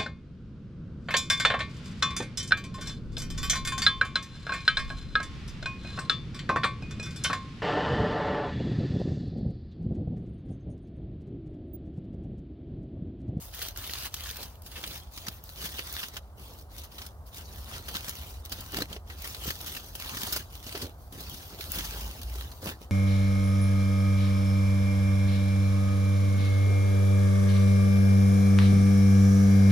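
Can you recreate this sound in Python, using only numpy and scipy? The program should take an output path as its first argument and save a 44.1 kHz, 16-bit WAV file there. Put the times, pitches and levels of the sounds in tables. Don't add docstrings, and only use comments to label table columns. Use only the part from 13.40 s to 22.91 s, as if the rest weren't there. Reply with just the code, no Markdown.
import sys
import numpy as np
from scipy import signal
from scipy.fft import rfft, irfft, next_fast_len
from scipy.io import wavfile
from scipy.ndimage import uniform_filter1d

SR = 44100
rng = np.random.default_rng(int(sys.argv[2]) if len(sys.argv) > 2 else 0)


def dump(signal):
    limited = np.clip(np.atleast_2d(signal).T, -1, 1)
    pcm = np.round(limited * 32767).astype(np.int16)
    wavfile.write(sys.argv[1], SR, pcm)


N = 419391


def gain_of(db):
    return 10 ** (np.asarray(db) / 20)


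def unit_rms(x):
    return x / np.sqrt(np.mean(x ** 2) + 1e-20)


def curve_at(points, hz):
    f, value = np.transpose(points)
    return np.interp(np.log(hz + 1), np.log(f + 1), value)


def add(mix, start_s, sound):
    part = mix[round(start_s * SR):][:len(sound)]
    part += sound[:len(part)]


def ticks(size, spiky_db):
    return unit_rms(rng.standard_normal((3, size)) * gain_of(spiky_db * rng.standard_normal(size)))


def mottle(shape, bins, frames):
    across_pitch = uniform_filter1d(rng.standard_normal(shape[::-1]).T, bins, axis=0)
    return unit_rms(uniform_filter1d(across_pitch, frames, axis=-1))


# f/Hz, relative level/dB
ROAD_EQ = [(20, -51), (35, -61), (50, 3), (70, 4), (100, -9), (160, -17.5), (280, -24.5), (450, -24),
           (700, -21), (1300, -28), (1800, -38.5), (2500, -48), (5000, -44), (7400, -48), (16000, -42)]
# f/Hz, left-right correlation
ROAD_COHERENCE = [(60, 1), (130, 0.86), (300, 0.82), (1000, 1), (1600, 0.47), (4000, 0.12)]
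# t/s, level/dB
ROAD_FADER = [(0, -46), (3, -47), (4.5, -44.5), (6, -46), (9.51, -45)]


def far_road(mottle_db=-0.5, right_lag_ms=0.18):
    frames, hz = N // 512 + 5, np.fft.rfftfreq(2048, 1 / SR)
    noise = rng.standard_normal((frames, 1025, 4)).T
    left, diffuse = noise[0::2] + 1j * noise[1::2]
    coherence = np.clip(curve_at(ROAD_COHERENCE, hz), -1, 1)[:, None]
    delay = np.exp(-2j * np.pi * hz * right_lag_ms / 1000)[:, None]
    right = delay * coherence * left + np.sqrt(1 - coherence ** 2) * diffuse
    eq_db = curve_at(ROAD_EQ, hz)[:, None] + mottle_db * mottle(left.shape, bins=12, frames=8)
    bed = signal.istft(np.array([left, right]) * gain_of(eq_db), nperseg=2048, noverlap=1536)[1][:, :N]
    fader_db = np.interp(np.arange(N) / SR, *np.transpose(ROAD_FADER))
    return gain_of(fader_db) * unit_rms(bed)


# centre f/Hz, width/Hz
CREASE_BANDS = np.array([(400, 500), (1700, 1400), (4600, 4000), (13000, 6000)])
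# f/Hz, gain/dB
SHEET_EQ = [(70, 5), (160, 0.5), (700, -5.5), (1500, -1.5), (2400, -4), (2900, 0.5), (3600, -0.7),
            (5000, -2.43), (6600, -3), (7400, -9), (8300, -7.5), (10000, -4), (15500, 2.5)]


def sheet_colour(levels_db, hz):
    crossfades = np.array([curve_at(np.c_[CREASE_BANDS[:, 0], solo], hz) for solo in np.eye(4)])
    density_db = np.transpose(levels_db) - 10 * np.log10(2 * CREASE_BANDS[:, 1] / SR)
    return (density_db @ crossfades + curve_at(SHEET_EQ, hz)).T


# peak t/s, build-up/s, let-go/s, level/dB, big-fold trim/dB, size tilt/dB (+ coarse, - fine)
HAND_MOVES = [(.02, .015, 0.074, -51.5, -15, -5), (.24, 0.099, 0.052, -42, -18, 0.5),
              (.66, 0.28, 0.019, -42.5, -15, 0), (.9, .17, .06, -45, -23, 2), (1.032, .06, .03, -45, -8, 0),
              (1.1, 0.019, 0.072, -61, -9, -1.5), (1.27, 0.032, 0.055, -57, -3, -3),
              (1.561, 0.24, 0.039, -46.5, -9, 0.5), (1.64, .02, .08, -62, -8, 0),
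              (1.77, 0.043, 0.1, -51, -16, -2), (1.88, 0.059, 0.12, -56.5, -1, 3),
              (1.94, .03, 0.04, -60, -8, -8), (2.06, 0.024, 0.24, -56.5, -12, -3),
              (2.25, 0.071, 0.05, -42.5, -8, 0.5), (2.38, 0.066, 0.044, -44.5, -13, 1),
              (2.62, 0.18, 0.05, -42.5, -16, 1), (2.779, 0.043, 0.0081, -47.5, -6, 1),
              (2.82, .02, 0.083, -70, -8, 5), (3.018, 0.036, 0.18, -54.5, -1.5, -0.5),
              (3.2, 0.031, 0.033, -64, -8, -7), (3.39, .07, 0.069, -52.5, -5, 0),
              (3.63, 0.11, 0.045, -51.5, -7, 0), (3.7, .02, 0.045, -72, -11, 0),
              (3.87, 0.0067, 0.026, -57.5, -6, -4), (3.971, 0.035, 0.052, -48, -14, 0.5),
              (4.16, 0.17, 0.29, -54, -4.5, -1), (4.368, 0.09, 0.035, -44.5, -5.5, 2.5),
              (4.58, 0.12, 0.024, -45, -8, 1.5), (4.69, 0.081, 0.023, -44, -15, 0.5),
              (4.76, 0.055, 0.09, -48.5, -10, 0.5), (4.9, 0.09, 0.067, -52, -7, -1.5),
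              (5.0, .03, .02, -60.5, -10, -1), (5.06, .015, 0.017, -55, -17, 3),
              (5.14, 0.036, 0.22, -48.5, -6, 1), (5.22, .03, 0.1, -74, 1, -1),
              (5.391, 0.054, 0.037, -40.5, -3.5, 2.5), (5.53, 0.044, .03, -49, 1, 2),
              (5.72, .04, 0.036, -53, 0, 1), (5.88, 0.094, 0.13, -46, -9.5, -0.5),
              (6.11, 0.091, 0.012, -40, -8.5, -0.5), (6.362, 0.23, 0.038, -45.5, -9, 0),
              (6.48, 0.082, 0.063, -53.5, -6.5, -2), (6.65, 0.11, 0.072, -52, -22, 0),
              (6.952, 0.35, 0.053, -40.5, -10.5, 0.5), (7.07, .03, 0.035, -62, -3, 0),
              (7.15, 0.046, 0.079, -54, -10, -0.5), (7.28, 0.043, 0.082, -47.5, -7.5, -0.5),
              (7.439, .12, 0.025, -45.5, 2.5, 1.5), (7.5, .02, .05, -64, -8, 0),
              (7.61, 0.027, .09, -65, -3, -5), (7.74, 0.015, 0.19, -54, 2, -0.5),
              (7.81, 0.027, 0.057, -47.5, -3.5, 2), (7.92, 0.069, 0.24, -50, -7, -1),
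              (8.12, 0.023, .05, -54.5, 0, 2.5), (8.22, 0.031, 0.11, -46.5, -4.5, -1),
              (8.33, 0.023, 0.24, -41.5, -10, 0.5), (8.608, 0.17, 0.19, -47, -4, 0),
              (8.77, 0.019, 0.063, -60.5, 7.5, -2), (9.002, 0.17, 0.081, -50, -4.5, 0),
              (9.13, 0.035, 0.092, -58, 3, -2), (9.28, 0.051, .04, -43, 2, 2),
              (9.428, 0.018, 0.02, -54, -3, 1)]


def hand_moves(t, swell_db=6.5, attack_db_per_s=443, release_db_per_s=178, middle_db=-7, fine_db=-3):
    peak_s, build, let_go, db, big_db, tilt_db = np.transpose(HAND_MOVES)[:, :, None]
    span = np.where(t < peak_s, build, let_go)
    skirt_db_per_s = np.where(t < peak_s, attack_db_per_s, release_db_per_s)
    away = abs(t - peak_s)
    move_db = db - swell_db * away / span - skirt_db_per_s * np.maximum(away - span, 0)
    trims_db = (big_db, middle_db + tilt_db, 0, fine_db - tilt_db)
    return [10 * np.log10(np.sum(gain_of(move_db + trim) ** 2, axis=0) + 1e-12) for trim in trims_db]


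def rustle(layer_creases_per_s=270.0, spread_db=3.5, sizzle=1.0, mottle_db=1.5):
    power = np.full(N, sizzle ** 2)
    for t60 in (.008, .025, .07):
        strength = gain_of(spread_db * np.minimum(rng.exponential(1, N), 5))
        hits = strength * (rng.random(N) < layer_creases_per_s / SR)
        decays = signal.lfilter([1], [1, -gain_of(-120 / t60 / SR)], hits ** 2)
        power += unit_rms(np.sqrt(decays)) ** 2 / 3
    hz, t, crackle = signal.stft(np.sqrt(power) * ticks(N, spiky_db=0.5), SR, nperseg=256, noverlap=128)
    broad = mottle(crackle.shape[1:], bins=9, frames=6)
    narrow = mottle(crackle.shape[1:], bins=2, frames=12)
    ringing_db = curve_at([(3500, 3.2), (6000, 1.8)], hz)[:, None] * narrow
    crackle *= gain_of(sheet_colour(hand_moves(t), hz) + mottle_db * broad + ringing_db)
    return signal.istft(crackle, SR, nperseg=256, noverlap=128)[1][:, :N]


# t/s, level/dB, length/s, ring f/Hz, size tilt/dB (+ coarse, - fine)
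CREASE_SNAPS = [(0.146, -49, .008, 6400, -11), (0.216, -36, 0.0066, 4440, 3),
                (0.223, -37.5, .0047, 4040, -9), (0.285, -35, .0034, 5990, -2),
                (0.36, -43, 0.0073, 1530, 1), (0.374, -36, 0.0018, 5300, -8.5), (.438, -42, .015, 3060, 5),
                (0.495, -41, 0.0029, 3070, 13), (.509, -40, .0036, 2800, -4),
                (0.5356, -32.5, 0.0025, 4200, -1), (.553, -38, .006, 1100, 6), (.6325, -40, .005, 1530, -2),
                (0.6445, -43, 0.0058, 1560, 4), (0.6518, -40, 0.024, 2600, 6),
                (.741, -31.5, 0.0053, 5650, -3), (.807, -39.5, .0028, 2990, -1),
                (.837, -38, .0045, 4170, 0), (.858, -41, 0.0064, 1700, 5), (0.891, -39, 0.0041, 3070, 1),
                (.911, -40.5, .0026, 5250, -8), (.9684, -38, .003, 5360, -3),
                (1.0289, -38.5, 0.0074, 4310, -1), (1.22, -53, .003, 4800, -10),
                (1.261, -46.5, 0.019, 4800, -3.5), (1.355, -44.5, 0.045, 2580, 7),
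                (1.438, -36, 0.0079, 3320, 6.5), (1.465, -44, .0023, 2110, -7),
                (1.475, -39, 0.0045, 4050, -4), (1.775, -39, 0.0099, 5130, 3), (1.8663, -38, .012, 5920, 4),
                (1.8824, -30.5, 0.0055, 5140, 1.5), (2.0393, -54, .002, 6500, -18),
                (2.092, -40.5, 0.00086, 4500, 1), (2.253, -35.5, 0.02, 3280, 0),
                (2.3842, -37, 0.0041, 2880, 7), (2.3918, -30, 0.0034, 2750, 7.5),
                (2.47, -44, .0058, 5240, -4), (2.527, -41, 0.0019, 6930, -12),
                (2.538, -40, .0058, 5730, -4), (2.566, -35.5, .0021, 3730, 12),
                (2.593, -36, 0.0024, 3770, 4), (2.629, -36.5, .017, 2850, 7.5),
                (2.6838, -41.5, 0.0037, 6090, -5), (2.7666, -37, 0.01, 3080, 3.5),
                (3.379, -45.5, 0.018, 5740, -2), (3.434, -48, 0.021, 4140, -4),
                (3.581, -43, 0.017, 3950, 4), (3.6167, -42, .01, 5300, 3),
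                (3.6635, -42.5, 0.0074, 5200, -1), (4.482, -37.5, 0.014, 1290, 2),
                (4.513, -43, 0.002, 3270, -1), (4.5485, -33.5, 0.019, 5800, 6),
                (4.568, -31, .0024, 3660, 1), (4.685, -35, .0016, 5700, -5),
                (4.694, -31.5, .0018, 6800, -7), (5.051, -42.5, .0039, 6200, -4),
                (5.059, -39.5, 0.0016, 3790, -3), (5.0958, -47, 0.0017, 6500, -9),
                (5.119, -33, 0.014, 4700, 1), (5.2064, -44, 0.0054, 6750, -8),
                (5.32, -41, 0.0036, 5120, -4), (5.345, -32, 0.0023, 1890, 5.5),
                (5.3683, -33, 0.0079, 5000, 0), (5.42, -30, 0.0058, 4180, 2), (5.528, -39, .0076, 3200, 2),
                (5.5627, -45, 0.0074, 2950, 8), (5.699, -44.5, 0.015, 1900, 8),
                (5.82, -47, .006, 3850, -12), (5.842, -39.5, .02, 1820, 1), (5.947, -32, 0.00083, 3900, 5),
                (6.0862, -35, 0.006, 5560, 8), (6.104, -30, 0.0076, 1840, 3.5),
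                (6.212, -42.5, .0029, 3230, -11), (6.2592, -39.5, 0.04, 3130, -2),
                (6.349, -38, 0.0044, 2730, 5), (6.365, -36, .012, 2690, 3),
                (6.551, -37.5, 0.011, 3040, -2.5), (6.599, -36, 0.0025, 1010, -2),
                (6.6463, -38, 0.0024, 3500, 4), (6.6943, -33.5, 0.0024, 2860, 0),
                (6.769, -35, .01, 1800, 2), (6.816, -35.5, 0.0079, 5500, 3),
                (6.833, -28.5, 0.0026, 3500, -2.5), (6.867, -37, 0.0025, 3040, -2),
                (6.924, -29.5, .0138, 5200, -5), (6.961, -29.5, .014, 1300, -1),
                (7.153, -41.5, 0.0026, 4180, -1), (7.3505, -37.5, 0.015, 4660, 8),
                (7.375, -39.5, 0.0079, 1980, -1), (7.417, -36, 0.015, 4600, 1),
                (7.723, -47.5, 0.013, 3160, -4), (7.8047, -46, .01, 5040, -8),
                (7.896, -43.5, 0.005, 3250, -6), (7.94, -44, 0.013, 5860, -1),
                (8.209, -33, 0.0018, 4300, 4.5), (8.24, -38, .0022, 4970, 3),
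                (8.3188, -36.5, 0.0014, 6950, -16), (8.3472, -39, 0.035, 3300, -4),
                (8.384, -33.5, 0.015, 3270, 0), (8.407, -37.5, 0.0032, 5810, 7),
                (8.442, -38, 0.022, 6340, 0.5), (8.609, -41, .008, 4900, -3),
                (8.8146, -42.5, 0.0076, 3420, -2), (8.8317, -39.5, .0025, 3830, -4),
                (8.955, -44, 0.0025, 3550, -3), (9.0094, -38.5, .004, 3520, 5),
                (9.1152, -46.5, 0.0092, 1720, 0.5), (9.2424, -46, .002, 6500, -8),
                (9.27, -37, .015, 3020, 5)]


def snaps(ripple_db=1.5, ring_db=8.0, half_width_hz=202.0, big_db=-14.0, middle_db=-7.5, fine_db=-3.5):
    out, t, hz = np.zeros((N, 3)), np.arange(2048) / SR, np.fft.rfftfreq(2048, 1 / SR)
    for start_s, db, length, ring_hz, tilt_db in CREASE_SNAPS:
        ripple = mottle((len(hz), 1), bins=30, frames=1)[:, 0]
        resonance_db = ring_db / (1 + ((hz - ring_hz) / half_width_hz) ** 2)
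        sheet_db = sheet_colour([big_db, middle_db + tilt_db, 0, fine_db - tilt_db], hz)
        eq_db = sheet_db + ripple_db * ripple + resonance_db
        ring = irfft(rfft(ticks(2048, spiky_db=2.0)) * gain_of(eq_db))
        attack = 1 - np.exp(-t / (.07 * length))
        body = np.exp(-(t / length) ** 1.7)
        tail = gain_of(-11 - 60 * t / .09)
        add(out, start_s, (ring * attack * (body + tail) * gain_of(db)).T)
    return out.T


# t/s, level/dB, f/Hz
PACKET_THUDS = [(1.489, -40, 179), (1.879, -32, 188), (2.245, -37, 177), (2.39, -35, 401),
                (4.551, -32.5, 205), (5.118, -40, 188), (5.341, -29, 210), (5.384, -27, 406),
                (5.417, -21.5, 298), (5.562, -32.5, 415), (6.055, -33, 423), (6.082, -38, 174),
                (6.764, -31, 182), (6.834, -30.5, 225), (6.959, -36, 358), (7.263, -33, 244),
                (7.348, -24.5, 398), (7.421, -31, 212), (7.724, -37, 186), (8.126, -34.5, 191),
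                (8.195, -33, 390), (8.65, -37, 180), (9.222, -38, 182), (9.267, -24, 177)]


def thuds(attack_s=0.0016, t60_s=0.04, overtone_ratio=1.7):
    out, t = np.zeros((3, N)), np.arange(4096) / SR
    attack = 1 - np.exp(-t / attack_s)
    for start_s, db, hz in PACKET_THUDS:
        phase = rng.random(2)
        fundamental = np.sin(2 * np.pi * (hz * t + phase[0]))
        overtone = 0.39 * np.sin(2 * np.pi * (overtone_ratio * hz * t + phase[1]))
        add(out[0], start_s, (fundamental + overtone) * attack * gain_of(db - 60 * t / t60_s))
    return out


# t/s, f/Hz, level/dB
ENGINE_DRONE = [(8.28, 48.2, -54), (8.392, 47.6, -39), (8.456, 49.2, -43), (8.656, 54.5, -39),
                (8.75, 53.5, -46), (8.804, 58.4, -60), (8.854, 58.4, -33), (9.058, 58.3, -38),
                (9.102, 59.4, -59), (9.12, 58.9, -49)]


def engine():
    times, hz, db = np.transpose(ENGINE_DRONE)
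    t, out = np.arange(times[0], times[-1], 1 / SR), np.zeros(N)
    tone = np.sqrt(2) * np.sin(2 * np.pi * np.cumsum(np.interp(t, times, hz)) / SR)
    add(out, times[0], tone * gain_of(np.interp(t, times, db)) * signal.windows.tukey(len(t), .15))
    return out


# t/s, delay/ms
LEFT_LAG = [(0, 0.085), (1, 0.069), (2, 0.16), (4, 0.18), (6, .16), (9.5, .17)]
# f/Hz, relative level/dB
SCATTER_BALANCE = [(200, -15), (700, -8), (1600, -3), (3000, 0), (6000, 7), (9000, 5.5), (14000, 9)]


def place_right(buses):
    hz, t, spectra = signal.stft(buses, SR, nperseg=256, noverlap=128)
    shared, scattered = spectra[0], spectra[1:]
    delay = np.exp(-2j * np.pi * hz[:, None] * np.interp(t, *np.transpose(LEFT_LAG)) / 1000)
    width = gain_of(curve_at(SCATTER_BALANCE, hz))[:, None]
    ports = (np.array([delay * shared, shared]) + width * scattered) / np.sqrt(1 + width ** 2)
    return signal.istft(ports, SR, nperseg=256, noverlap=128)[1][:, :N]


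def scene():
    return place_right(snaps() + rustle() + thuds()) + far_road() + engine()


# f/Hz, left minus right/dB
PORT_BALANCE = [(200, 0), (2800, -1), (6000, -0.5), (8500, 7.5), (12000, 0), (16000, 0.5)]


def record(dry, low_cut_hz=36, high_cut_hz=15850):
    size = next_fast_len(N)
    hz = np.fft.rfftfreq(size, 1 / SR)
    lean_db = curve_at(PORT_BALANCE, hz) * np.array([[.5], [-.5]])
    low_cut = 1 / np.sqrt(1 + (low_cut_hz / (hz + 1)) ** 8)
    ported = irfft(rfft(dry, size) * gain_of(lean_db) * low_cut, size)[:, :N]
    high_cut = signal.firwin(511, high_cut_hz, window=("kaiser", 9), fs=SR)
    return signal.oaconvolve(ported, high_cut[None], "same")


dry = scene()
out = record(dry)
dump(out)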